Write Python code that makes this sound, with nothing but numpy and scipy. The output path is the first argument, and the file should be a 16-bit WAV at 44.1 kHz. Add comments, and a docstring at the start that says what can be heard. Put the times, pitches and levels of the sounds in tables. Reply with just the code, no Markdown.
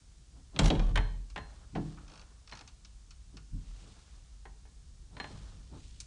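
"""Loose knob on a stuck door

In a bare room a latch snaps and grinds past its plate, a wooden door jerks free and shudders, the knob clacks;
bumps, ticks of the lock and slow ratcheting turns follow, a sleeve rustles close by, over rumble and hiss.
Blows are decaying noise bands, most with ringing sine modes; the shudder is one wavering low sine;
cloth, scuffs and background are coloured noise; slides are random slips that excite the metal."""
import sys
import numpy as np
from scipy import signal
from scipy.io import wavfile

SR = 44100
rng = np.random.default_rng(int(sys.argv[2]) if len(sys.argv) > 2 else 0)


def dump(signal):
    """Clip the signal to [-1, 1] and save it as 16-bit WAV at the path in sys.argv[1]."""
    limited = np.clip(np.atleast_2d(signal).T, -1, 1)
    pcm = np.round(limited * 32767).astype(np.int16)
    wavfile.write(sys.argv[1], SR, pcm)


N = 267586
TIME = np.arange(N) / SR
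AGE = TIME[:SR // 2]   # time since a blow; every blow is over after 0.5 s

# third-octave filter bank
EDGES = 22 * 2 ** (np.arange(28) / 3)
CENTRES = np.sqrt(EDGES[1:] * EDGES[:-1])
BANK = [signal.butter(2, pair, "band", fs=SR, output="sos") for pair in zip(EDGES, EDGES[1:])]

# latch bolt hitting its plate: t/s, level/dB, brightness/(dB per octave), contact bandwidth f/Hz
LATCH_HITS = [(.562, -45.5, 3, 3970), (0.59, -27, -0.5, 8600), (.658, -36.5, -1, 9300),
              (.702, -33.5, 5.5, 3760), (.752, -46.5, -2, 4250), (0.7945, -38.5, -4.5, 5500)]
# loose knob hitting its stops: t/s, level/dB, brightness/(dB per octave), shell ring level/dB, grip/(0-1)
KNOB_HITS = [(.957, -31.5, -0.5, -21, 0.07), (1.3599, -39.5, -1.3, -18.5, 0.16), (1.751, -46, -2, -27, 0.5),
             (2.523, -46, -1, -7, 1), (2.609, -53.5, -2.5, -24, 0.9), (4.4539, -49, -3.5, -27, 1),
             (4.653, -60.5, -4.5, -31, 0.7), (5.167, -49.5, -2, -14, 0.88), (5.2, -38.5, -1.2, -7.5, 0.96),
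             (5.2416, -44.5, -2.2, -20, 0.95)]
# crowd of short-lived modes of bolt and plate: f/Hz, level per Hz/dB
LATCH_COLOUR = [(150, -10), (400, -0.5), (900, 1.5), (2000, -4.5), (2700, -4), (3700, 0), (4800, -9),
                (6200, -4.5), (8000, -11), (10500, -12.5)]


def amp(db):
    """Turn decibels into an amplitude factor."""
    return 10 ** (np.asarray(db) / 20)


def unit_energy(x):
    """Scale a sound to a summed square of 1."""
    return x / np.sqrt(np.sum(x ** 2) + 1e-20)


def at_hz(points, hz):
    """Read a spectrum between its points, along log frequency."""
    table = np.array(points)
    return np.interp(np.log(hz), np.log(table[:, 0]), table[:, 1])


def add(track, s, sound):
    """Mix a sound in at time s."""
    start = round(s * SR)
    track[start:start + len(sound)] += sound[:N - start]


def drift(rate):
    """Random wandering around 0 with a spread near 1, through `rate` new values per second."""
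    knots = rng.standard_normal(int(N / SR * rate) + 2)
    return np.interp(TIME * rate, np.arange(len(knots)), knots)


def banded(band_db, envelopes):
    """Third-octave bands of noise, each under its own envelope; unit energy."""
    white = rng.standard_normal((2, len(envelopes[0])))
    gains = amp(band_db) * np.sqrt(CENTRES)   # level per Hz times bandwidth
    total = 0
    for k, sos in enumerate(BANK):
        # neighbouring bands take different noise
        band = signal.sosfilt(sos, white[k % 2] * envelopes[k])
        total = total + gains[k] * unit_energy(band)
    return unit_energy(total)


def dying(t60):
    """One exponential decay for each t60 (time to fall by 60 dB)."""
    return np.exp(-np.log(1000) * AGE / np.maximum(t60, 1e-3)[:, None]) + 1e-9


def steady(colour, grain=1):
    """Noise of rms 1 with this spectrum, falling 24 dB per octave beyond its ends."""
    nearest = np.clip(CENTRES, colour[0][0], colour[-1][0])
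    octaves_beyond = np.abs(np.log2(CENTRES / nearest))
    envelopes = [np.ones(N) * grain] * len(BANK)
    return np.sqrt(N) * banded(at_hz(colour, CENTRES) - 24 * octaves_beyond, envelopes)


def crowd(colour, tilt_db, t60, damping):
    """Dense modes after a blow; t60 holds at 1 kHz and shortens with pitch."""
    khz = CENTRES / 1000
    return banded(at_hz(colour, CENTRES) + tilt_db * np.log2(khz), dying(t60 * khz ** -damping))


def ringing(modes, tilt_db, scatter_db=2):
    """Clear modes after a blow, each struck with a strength and sign of its own."""
    hz, db, t60 = np.transpose(modes)
    strengths = amp(db + tilt_db * np.log2(hz) + scatter_db * rng.standard_normal(len(hz)))
    gains = strengths * rng.choice([-1, 1], len(hz))
    return unit_energy(gains @ (dying(t60) * np.sin(2 * np.pi * hz[:, None] * AGE)))


def blow(db, sound):
    """Give a blow the energy of 20 ms at this level."""
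    return amp(db) * np.sqrt(SR / 50) * unit_energy(sound)


def contact(sound, top_hz):
    """A softer, longer contact cannot excite the high modes: low-pass."""
    return signal.sosfilt(signal.butter(4, top_hz, fs=SR, output="sos"), sound)


def background():
    """Handling rumble that rises and falls, over a steady microphone hiss."""
    # handling: t/s, rumble level/dB
    handling = [(0, -53), (1.5, -49.5), (2.6, -56), (3.2, -53), (4.6, -54), (5.3, -48.5), (6.07, -49)]
    # spectrum of the rumble: f/Hz, level per Hz/dB
    rumble_colour = [(28, -4), (37, -3.5), (55, 4), (72, -11), (100, -13), (150, -18), (220, -29),
                     (400, -37)]
    # spectrum of the hiss: f/Hz, level per Hz/dB
    hiss_colour = [(200, 2), (350, -6), (700, -5.5), (1400, -6.5), (2200, -9.5), (4800, -4), (7500, -4),
                   (10400, -14)]
    rumble_db = np.interp(TIME, *np.transpose(handling))
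    return amp(rumble_db) * steady(rumble_colour) + amp(-68) * steady(hiss_colour)


def scuffs():
    """The body scuffs softly against the door; each scuff swells and fades without a sharp edge."""
    # scuffs: middle t/s, half length t/s, level at the middle/dB
    strokes = [(0.379, 0.037, -61), (0.568, 0.026, -44.5), (2.13, 0.02, -58.5), (3.347, 0.017, -62.5),
               (3.88, 0.064, -61.5), (5.172, 0.049, -54.5), (5.312, 0.013, -49), (5.751, 0.037, -50.5)]
    # spectrum of a scuff: f/Hz, level per Hz/dB
    scuff_colour = [(120, 2), (300, -1), (500, -12.5), (750, -11.5), (1200, -18), (2000, -34.5),
                    (4000, -29)]
    swell = sum(amp(db) * np.exp(-((TIME - s) / half) ** 2) for s, half, db in strokes)
    return steady(scuff_colour) * swell


def latch_ring(tilt_db):
    """Bolt and plate: a hard crack and a short metallic ring."""
    # clear modes of bolt and plate: f/Hz, level/dB, t60/s
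    latch_modes = [(1547, -3, 0.054), (1860, -22, 0.033), (2408, 1, 0.073), (3220, -6, 0.099),
                   (3930, 1, 0.011), (4310, -9, 0.04), (5400, 4, 0.039), (6190, 13, 0.026),
                   (7600, 2, 0.055)]
    crack = amp(-7) * crowd(LATCH_COLOUR, tilt_db, t60=0.012, damping=0.22)
    body = crowd(LATCH_COLOUR, tilt_db, t60=0.12, damping=0.87)
    return crack + body + amp(-9.0) * ringing(latch_modes, tilt_db)


def grind(length_s, db, tilt_db, slips_per_s=600):
    """Metal slides over metal in tiny uneven slips, each exciting the short-lived modes."""
    length = max(round(length_s * SR), 2)
    is_slip = rng.random(len(AGE)) < slips_per_s / SR
    slips = is_slip * (2 * rng.random(len(AGE)) - 1)
    response = crowd(LATCH_COLOUR, tilt_db, t60=0.039, damping=0.11)
    sound = signal.fftconvolve(slips[:length], response)
    return amp(db) * np.sqrt(length) * unit_energy(sound)


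def latch():
    """The bolt knocks against its plate and slides over it."""
    # metal sliding on metal: start t/s, end t/s, level/dB, brightness/(dB per octave)
    slides = [(0.598, 0.65, -41, -4.5), (0.632, 0.682, -38, -1.5), (0.705, 0.784, -44.5, -5.5),
              (0.812, 0.92, -52.5, -4)]
    out = np.zeros(N)
    for s, db, tilt_db, top_hz in LATCH_HITS:
        add(out, s, blow(db, contact(latch_ring(tilt_db), top_hz)))
    for start, end, db, tilt_db in slides:
        add(out, start, grind(end - start, db, tilt_db))
    return out


def boom(db, tilt_db, top_hz):
    """One blow on the hollow wooden leaf: dense modes and clear low ones."""
    # crowd of short-lived modes of the leaf: f/Hz, level per Hz/dB
    door_colour = [(35, -15), (60, -2.5), (100, -2), (170, 0.5), (300, -8.5), (500, -11.5), (850, -12),
                   (1400, -27), (3000, -36.5), (10000, -42.5)]
    # clear modes of the leaf: f/Hz, level/dB, t60/s
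    door_modes = [(96, 1, .4), (128, -4, .4), (158, 2, .5), (205, -2, .35), (252, -3, .25), (287, 2, .32),
                  (326, -4, .3), (378, -9, .25), (436, -8, .27), (548, -11, .2), (603, -12, .2),
                  (752, -13, .2), (850, -13, .2)]
    body = crowd(door_colour, tilt_db, t60=0.15, damping=0.22)
    return blow(db, contact(body + ringing(door_modes, tilt_db), top_hz))


def door(count=3):
    """The leaf booms at each bump, chatters in its frame ever weaker and sparser, and answers bolt and knob."""
    # bumps: t/s, level/dB, brightness/(dB per octave), contact bandwidth f/Hz, first rebound re bump/dB
    bumps = [(0.629, -24.5, -10.5, 188, -11), (0.7011, -24.5, 4, 740, -5.5), (.900, -29.5, -10, 187, -18),
             (0.955, -25.5, -7, 118, -23), (1.731, -44, -1, 298, -8), (1.7545, -31, 1, 5100, -4.5),
             (3.338, -50, -3, 490, -8.5), (3.522, -37.5, -5.5, 200, -27), (3.548, -40.5, 2.5, 210, -25),
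             (3.8258, -52.5, -7.5, 1100, -7.5), (5.325, -43, -3, 206, -11.5), (5.529, -49.5, 3, 161, -16.5)]
    gap_s, gap_growth, loss_db = .0145, 1.9, 4.5   # first gap, then growth and loss from rebound to rebound
    # brightness per octave, bandwidth of the first rebound, share of the bandwidth left for the next
    rebound_tilt_db, rebound_hz, softening = 4.5, 456, 0.67
    delays = np.cumsum(gap_s * gap_growth ** np.arange(count))
    out = np.zeros(N)
    for s, db, tilt_db, top_hz, rebound_db in bumps:
        add(out, s, boom(db, tilt_db, top_hz))
        for k, delay in enumerate(delays):
            level_db = db + rebound_db - k * loss_db
            add(out, s + delay, boom(level_db, rebound_tilt_db, rebound_hz * softening ** k))
    # what bolt and knob pass into the wood
    for s, db, *_ in LATCH_HITS:
        add(out, s, boom(db + 5, tilt_db=-4, top_hz=1710))
    for s, db, *_ in KNOB_HITS:
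        add(out, s, boom(db - 14, tilt_db=8, top_hz=1500))
    return out


def shudder(hz=40.44, attack_s=.035, waver=0.0625):
    """Shoves swing the leaf in its lowest mode, hold it and let it die; the grip of the hand bends its pitch."""
    # shoves: t/s, time held after the attack/s, level/dB, t60/s
    shoves = [(.612, 0.028, -19.5, 0.14), (.765, 0.083, -25, 0.27), (0.919, 0.028, -26, 0.91),
              (1.735, 0.084, -43.5, 0.65), (3.507, 0.019, -35.5, 0.38), (3.66, 0.015, -44, 0.4)]
    swing = np.zeros(N)
    for s, held, db, t60 in shoves:
        rise = np.clip((TIME - s) / attack_s, 0, 1)
        since_release = np.maximum(TIME - s - attack_s - held, 0)
        swing += rise * amp(db - 60 * since_release / t60)
    phase = 2 * np.pi * np.cumsum(hz * (1 + waver * drift(9.6))) / SR
    return swing * np.sqrt(2) * np.sin(phase)


def shell(t60):
    """Two nearly equal shell modes beat as they die, starting half cancelled."""
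    # modes of the knob's shell: f/Hz, signed strength
    shell_modes = [(4178, 1), (4184, -.5)]
    note = sum(size * np.sin(2 * np.pi * hz * AGE) for hz, size in shell_modes)
    return unit_energy(amp(-60 * AGE / max(t60, .01)) * note)


def clack(tilt_db, shell_t60, grip):
    """Knob on spindle: a crack and a hollow body, shorter under the hand."""
    # crowd of short-lived modes of the knob: f/Hz, level per Hz/dB
    knob_colour = [(120, 0), (300, -3), (550, -10), (850, 2.5), (1250, -5), (1750, 2), (2300, -4.5),
                   (3100, -4.5), (4200, -14.5), (5000, -17), (7000, -20.5), (10500, -34)]
    # clear modes of the knob, free of the hand: f/Hz, level/dB, t60/s
    knob_modes = [(433, -8, .35), (602, -7, .2), (651, -14, .3), (775, -6, .1), (845, 0, .2),
                  (960, -10, .28), (1034, -11, .25), (1175, -9, .25), (1524, -8, .17), (1707, -4, .22),
                  (1800, 0, .06), (1870, -3, .14), (2190, -7, .15), (2515, -6, .09), (3070, -3, .11),
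                  (3720, -11, .1), (5430, -18, .1)]
    grip_loss_db_per_s = 301   # extra loss in a firm hand
    crack = amp(-6) * crowd(knob_colour, tilt_db, t60=0.021, damping=.1)
    body = crowd(knob_colour, tilt_db, t60=0.085 + 0.036 * shell_t60, damping=0.55)
    modes = unit_energy(ringing(knob_modes, tilt_db) * amp(-grip_loss_db_per_s * grip * AGE))
    return unit_energy(crack + body + amp(-4.0) * modes)


def knob(bounce_s=.0168):
    """The knob clacks and its shell sings one high note; a grip shortens the note and weakens the bounce."""
    free_t60, gripped_t60 = 0.53, 0.079   # ring of the shell, s
    out = np.zeros(N)
    for s, db, tilt_db, shell_db, grip in KNOB_HITS:
        free = 1 - grip
        shell_t60 = gripped_t60 + free * (free_t60 - gripped_t60)
        strike = clack(tilt_db, shell_t60, grip) + amp(shell_db) * shell(shell_t60)
        add(out, s, blow(db, strike))
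        # a knob that is let go strikes twice
        add(out, s + bounce_s, free * blow(db, clack(tilt_db, shell_t60, grip)))
    return out


def tick(tilt_db, t60):
    """A small steel part clicks and rings briefly."""
    # crowd of short-lived modes of small lock parts: f/Hz, level per Hz/dB
    tick_colour = [(200, -19), (700, -6.5), (1400, 5), (2000, -13.5), (2600, 4.5), (3400, -5.5),
                   (4300, 2.5), (5700, -3), (7500, -2.5), (10500, -18)]
    # clear modes of small lock parts: f/Hz, level/dB, t60/s
    tick_modes = [(1444, -2.5, 0.1), (2470, -3, 0.05), (4450, 5, 0.072), (5360, 15.5, 0.015),
                  (6260, 8, 0.045)]
    return crowd(tick_colour, tilt_db, t60, damping=0.33) + amp(-5.0) * ringing(tick_modes, tilt_db)


def ticks():
    """Spring and spindle click singly as the knob is eased round."""
    # clicks: t/s, level/dB, brightness/(dB per octave), contact bandwidth f/Hz
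    clicks = [(1.3, -60.5, 0.5, 9300), (1.9739, -56.5, 1, 1700), (2.676, -55, 2, 6900),
              (2.848, -57, 3, 6600), (3.107, -57.5, 2, 7100), (3.369, -54.5, 0, 7100),
              (6.002, -46, 7.5, 10200)]
    out = np.zeros(N)
    for s, db, tilt_db, top_hz in clicks:
        add(out, s, blow(db, contact(tick(tilt_db, t60=0.11), top_hz)))
    return out


def sleeve(grain_db=2.5):
    """Cloth drags on cloth, swelling and fading with each stroke: a dull rub and a finely grained hiss."""
    # strokes of the arm: start t/s, length t/s, rub level/dB, hiss level/dB
    strokes = [(1.402, 0.4, -65, -70), (1.693, .5, -64, -65), (2.0, 0.49, -65, -73),
               (3.48, 1.0, -67.5, -64.5), (5.1, 0.64, -61.5, -61.5), (5.65, 0.57, -83, -64)]
    # dull rub of cloth: f/Hz, level per Hz/dB
    rub_colour = [(100, -4), (250, -1.5), (500, -3), (900, -3.5), (1400, -3), (2200, -17.5), (4000, -18)]
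    # fine hiss of cloth: f/Hz, level per Hz/dB
    fibre_colour = [(900, -29), (2000, -4.5), (3500, 1.5), (6000, -2), (8000, -5), (10500, -29)]
    start, length, rub_db, hiss_db = np.transpose(strokes)
    progress = (TIME - start[:, None]) / length[:, None]
    speed = np.interp(progress, [0, 0.33, 1], [0, 1, 0])   # a third of the stroke gathers speed
    rub = amp(rub_db) @ speed * steady(rub_colour, amp(grain_db * drift(90)))
    fibres = amp(hiss_db) @ speed * steady(fibre_colour, amp(grain_db * drift(300)))
    return rub + fibres


def turns(count=8, top_hz=6500):
    """Each slow turn grinds the spindle and ratchets the spring in an even run of ticks."""
    # turns: start t/s, first tick level/dB, tick brightness/(dB per octave), grinding level/dB
    knob_turns = [(2.079, -62.5, -1.5, -66.5), (2.4748, -59, 1, -65)]
    gap_s, growth_db, scatter_db = .0193, 0.36, 0.5   # tick to tick, growing as the spring tightens
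    out = np.zeros(N)
    for start, db, tilt_db, grind_db in knob_turns:
        add(out, start, grind(.145, grind_db, tilt_db=-2))
        for k in range(count):
            tick_db = db + k * growth_db + scatter_db * rng.standard_normal()
            click = contact(tick(tilt_db, t60=.055), top_hz)
            add(out, start + k * gap_s, blow(tick_db, click))
    return out


def room(x, gap_s=0.0028):
    """Bare walls answer after a short gap with a diffuse tail."""
    # spectrum of the tail: f/Hz, level per Hz/dB
    room_colour = [(40, -6), (150, 3), (400, -0.5), (1000, 4), (2500, -1.5), (5000, -1.5), (10000, -1)]
    # decay of the tail: f/Hz, t60/s
    room_t60 = [(100, 1), (400, 0.63), (1000, 0.4), (3000, 0.5), (10000, 0.42)]
    envelopes = dying(at_hz(room_t60, CENTRES)) * (AGE > gap_s)
    tail = banded(at_hz(room_colour, CENTRES), envelopes)
    return signal.fftconvolve(x, tail)[:N]


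def scene():
    """Lock and door, close by, echo in a bare room; shudder, sleeve and background stay dry."""
    metal = latch() + knob() + ticks() + turns()
    wood = door() + scuffs()
    echo = room(amp(-14) * metal + amp(-15.5) * wood)
    return (metal + wood + echo + shudder() + sleeve() + background())[None]


def record(dry):
    """A steep low-pass cuts the top above 10.5 kHz."""
    return signal.sosfilt(signal.ellip(10, .3, 70, 10500, fs=SR, output="sos"), dry)


dry = scene()
out = record(dry)
dump(out)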